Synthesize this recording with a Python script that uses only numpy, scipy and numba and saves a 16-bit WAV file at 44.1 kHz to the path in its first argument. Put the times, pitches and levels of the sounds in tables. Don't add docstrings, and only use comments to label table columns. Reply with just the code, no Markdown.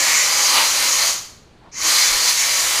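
import sys
import numpy as np
from scipy import signal
from scipy.fft import rfft, irfft
from scipy.io import wavfile
from scipy.ndimage import uniform_filter1d
from numba import njit

SR = 44100
rng = np.random.default_rng(int(sys.argv[2]) if len(sys.argv) > 2 else 0)


def generate_wav(sig):
    pcm = np.round(np.clip(np.atleast_2d(sig).T, -1, 1) * 32767).astype(np.int16)
    wavfile.write(sys.argv[1], SR, pcm)


N = 123479

# (time [s], treble hiss [dB], nozzle band [dB], rush in the pleats [dB])
FIRST_BLAST = [(0.0, -28.5, -18, -26.5), (0.09, -25, -23, -28.5), (0.17, -27.5, -16, -29.5),
               (0.28, -27.5, -22.0, -27.5), (0.46, -26.5, -18, -27.5), (0.56, -23.5, -26, -23),
               (0.66, -27.0, -22.0, -29.5), (0.73, -27.5, -21, -30), (0.82, -25.5, -27, -26.5),
               (0.92, -28, -17.5, -30), (1.02, -26.5, -23.5, -27.5), (1.1, -26, -18, -30.5)]
SECOND_BLAST = [(1.87, -25.5, -18, -29), (1.92, -23, -22, -27.5), (2.07, -25.5, -18, -33.5),
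                (2.13, -26.5, -25, -28), (2.23, -27, -21, -30.5), (2.29, -23, -17.5, -31.5),
                (2.34, -28, -28, -39), (2.4, -26, -17.5, -40.5), (2.49, -27.5, -26, -33.5),
                (2.56, -26.5, -19.5, -32.5), (2.7, -26, -26.5, -29.5), (2.8, -26, -26, -27.5)]
# (frequency [Hz], relative density [dB per Hz])
JET_SPECTRUM = [(100, -35), (300, -22), (600, -9.5), (1200, -3.5), (3000, 0.5), (4500, 3), (7500, 0.5),
                (9000, -2), (10600, -2.5), (12300, -7.3), (13700, -7), (14600, -12.5), (15400, -9)]
# (frequency [Hz], width [Hz], level [dB])
NOZZLE_MODES = [(5526, 260, -6), (6180, 940, 1), (6860, 900, 0)]
# (frequency [Hz], width [Hz], level [dB])
THROAT_MODES = [(1894, 480, -3.5), (2182, 550, 3), (2470, 500, -8)]
# (time [s], level [dB])
THROAT_CURVE = [(0, -25.5), (.15, -20), (.26, -26), (.35, -27), (.5, -30), (.6, -24), (.73, -33),
                (.83, -25), (.95, -33.5), (1.03, -26), (1.1, -41.5), (1.87, -27.5), (2.05, -23.5),
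                (2.22, -31.5), (2.29, -26.5), (2.34, -38), (2.42, -25.5), (2.6, -31), (2.8, -30)]
# (frequency [Hz], width [Hz], level [dB])
PLEAT_MODES = [(364, 294, -12.5), (579, 190, -8), (822, 140, -9), (980, 70, -5.5), (1168, 446, 1.5),
               (1666, 880, -6), (3055, 190, -3)]
# (frequency [Hz], width [Hz], level [dB])
EDGE_MODES = [(4156, 275, 3.5), (4590, 380, 3), (4870, 150, 1)]
# (time [s], level [dB])
EDGE_CURVE = [(0, -24.5), (.2, -26.5), (.38, -25), (.43, -22), (.56, -20), (.72, -26.5), (.85, -20.5),
              (.93, -30), (1.02, -20.5), (1.1, -25), (1.87, -22.5), (1.96, -17), (2.17, -25), (2.29, -18),
              (2.34, -33), (2.54, -23), (2.65, -33), (2.8, -26)]
# (frequency [Hz], relative density [dB per Hz])
BACKGROUND_SPECTRUM = [(20, -5.5), (50, -1.5), (110, -3.5), (200, -6.5), (500, -12), (1000, -18),
                       (2000, -23.5), (3600, -25), (4300, -24), (5200, -32.5), (7000, -36.5), (9000, -40.5),
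                       (15000, -55.5)]
# (frequency [Hz], relative density [dB per Hz])
FLUTTER_SPECTRUM = [(150, -23), (500, -15), (900, 8), (1500, -5.5), (3200, 3.5), (5000, -14), (8000, -30.5),
                    (11000, -19.5), (15000, -29)]

RELEASE_S, CLOSE_DB_PER_S = 1.09, 189
SQUEEZE_S, OPEN_S, UNSEAT_OPENING = 1.7157, 0.15, 0.099
JET_POWER, NOZZLE_POWER, THROAT_POWER, PLEAT_POWER = 3, 1.58, 1.36, 1.82
NOZZLE_SAG = 0.074
JET_TRIM_DB, NOZZLE_TRIM_DB, EDGE_TRIM_DB = 6.5, -0.5, -1.5
FLICKER_DB, FLICKER_STEPS_HZ, WANDER = 0.5, 22.07, 0.0079
ROOM_DB, ROOM_T60_S, ROOM_TREBLE_T60_S, ROOM_SPLIT_HZ, ROOM_DELAY_S = -4.5, 0.54, 0.46, 6500, 0.0032
SWEEP_SHARE = 0.71
BACKGROUND_DB, RUMBLE_SWAY_DB, RUMBLE_STEPS_HZ = -49, 1.5, 8.74
FLUTTER_S, FLUTTER_SPREAD_S, FLUTTER_DB = 0.583, 0.024, -16.5
SCUFF_S, SCUFF_SPREAD_S, SCUFF_HZ, SCUFF_WIDTH_HZ, SCUFF_DB = 1.662, 0.03, 833.33, 720, -49
HOOT_S, HOOT_SPREAD_S, HOOT_HZ, HOOT_WIDTH_HZ, HOOT_DB = 1.866, 0.017, 318, 60, -36
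PUFF_S, PUFF_SPREAD_S, PUFF_HZ, PUFF_WIDTH_HZ, PUFF_DB = 2.135, 0.04, 29, 25, -43.5
TOP_HZ = 15300


def undb(db):
    return 10 ** (np.asarray(db) / 20)


def unit(x):
    return x / np.sqrt(np.mean(x ** 2))


def clock():
    return np.arange(N) / SR


def curve(points):
    times, levels = np.array(points).T
    return np.interp(clock(), times, levels)


def walk(rate):
    hold = max(int(SR / rate), 2)
    steps = np.repeat(rng.standard_normal(N // hold + 1), hold)
    smooth = uniform_filter1d(uniform_filter1d(steps, hold), hold)
    return unit(smooth[:N])


def swell(at, spread):
    return np.exp(-0.5 * ((clock() - at) / spread) ** 2)


def coloured(points):
    hz, db = np.array(points).T
    bins = np.maximum(np.fft.rfftfreq(N, 1 / SR), 1)
    gain = undb(np.interp(np.log(bins), np.log(hz), db))
    return unit(irfft(rfft(rng.standard_normal(N)) * gain, N))


@njit
def bandpass(x, g, k):
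    y, band, low = np.empty(len(x)), 0., 0.
    for i in range(len(x)):
        v = (band + g[i] * (x[i] - low)) / (1 + g[i] * (g[i] + k))
        band, low, y[i] = 2 * v - band, low + 2 * g[i] * v, k * v
    return y


def resonance(hz, width_hz, bend=1):
    g = np.tan(np.pi * hz * bend * (1 + WANDER * walk(6)) / SR)
    once = bandpass(rng.standard_normal(N), g, width_hz / hz)
    return unit(bandpass(once, g, width_hz / hz))


def blown(modes, bend=1):
    total = 0
    for hz, width_hz, db in modes:
        level = undb(db + FLICKER_DB * walk(FLICKER_STEPS_HZ))
        total = total + level * resonance(hz, width_hz, bend)
    return unit(total)


def valve():
    t = clock()
    before = t < SQUEEZE_S
    ramp = UNSEAT_OPENING + (1 - UNSEAT_OPENING) * (t - SQUEEZE_S) / OPEN_S
    opening = np.where(before, 1, np.clip(ramp, 0, 1))
    shutting = undb(-CLOSE_DB_PER_S * np.maximum(t - RELEASE_S, 0) * before)
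    return opening, shutting


def jet(opening, hiss_db):
    return undb(JET_TRIM_DB + hiss_db) * opening ** JET_POWER * coloured(JET_SPECTRUM)


def nozzle(opening, nozzle_db):
    bend = 1 - NOZZLE_SAG * (1 - opening)
    upper = undb(NOZZLE_TRIM_DB + nozzle_db) * opening ** NOZZLE_POWER * blown(NOZZLE_MODES, bend)
    throat = undb(curve(THROAT_CURVE)) * opening ** THROAT_POWER * blown(THROAT_MODES)
    return upper + throat


def pleats(opening, pleat_db):
    rush = undb(pleat_db) * blown(PLEAT_MODES)
    edges = undb(EDGE_TRIM_DB + curve(EDGE_CURVE)) * blown(EDGE_MODES)
    return opening ** PLEAT_POWER * (rush + edges)


def air_gun():
    opening, shutting = valve()
    times, *levels = np.array(list(FIRST_BLAST) + list(SECOND_BLAST)).T
    hiss_db, nozzle_db, pleat_db = (np.interp(clock(), times, db) for db in levels)
    return shutting * (jet(opening, hiss_db) + nozzle(opening, nozzle_db) + pleats(opening, pleat_db))


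def room_tail():
    t = np.arange(SR // 2) / SR
    noise = rng.standard_normal(len(t))
    low = signal.sosfiltfilt(signal.butter(2, ROOM_SPLIT_HZ, fs=SR, output="sos"), noise)
    low_fade = np.exp(-np.log(1000) * t / ROOM_T60_S)
    treble_fade = np.exp(-np.log(1000) * t / ROOM_TREBLE_T60_S)
    tail = (low * low_fade + (noise - low) * treble_fade) * (t > ROOM_DELAY_S)
    return tail / np.linalg.norm(tail)


def garage(x, count=16):
    lead = SR // 4
    sound = np.concatenate([x[lead:0:-1], x])
    place = np.linspace(0, count - 1, len(sound))
    steady = signal.fftconvolve(sound, room_tail())
    moving = 0
    for k in range(count):
        nearness = np.cos(np.pi / 2 * np.clip(place - k, -1, 1))
        moving = moving + signal.fftconvolve(sound * nearness, room_tail())
    wet = np.sqrt(SWEEP_SHARE) * moving + np.sqrt(1 - SWEEP_SHARE) * steady
    return (x + undb(ROOM_DB) * wet[lead:lead + N]) / np.hypot(1, undb(ROOM_DB))


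def background():
    noise = coloured(BACKGROUND_SPECTRUM)
    rumble = signal.sosfiltfilt(signal.butter(2, 250, fs=SR, output="sos"), noise)
    sway = undb(RUMBLE_SWAY_DB * walk(RUMBLE_STEPS_HZ))
    return undb(BACKGROUND_DB) * (noise + rumble * (sway - 1))


def flutter():
    return undb(FLUTTER_DB) * swell(FLUTTER_S, FLUTTER_SPREAD_S) * coloured(FLUTTER_SPECTRUM)


def scuff():
    return undb(SCUFF_DB) * swell(SCUFF_S, SCUFF_SPREAD_S) * resonance(SCUFF_HZ, SCUFF_WIDTH_HZ)


def hoot():
    return undb(HOOT_DB) * swell(HOOT_S, HOOT_SPREAD_S) * resonance(HOOT_HZ, HOOT_WIDTH_HZ)


def draught():
    return undb(PUFF_DB) * swell(PUFF_S, PUFF_SPREAD_S) * resonance(PUFF_HZ, PUFF_WIDTH_HZ)


def scene():
    in_room = garage(air_gun() + flutter())
    mono = in_room + background() + scuff() + hoot() + draught()
    return np.array([mono, mono])


def record(dry):
    return signal.sosfilt(signal.ellip(12, 0.1, 90, TOP_HZ, fs=SR, output="sos"), dry)


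dry = scene()
out = record(dry)
generate_wav(out)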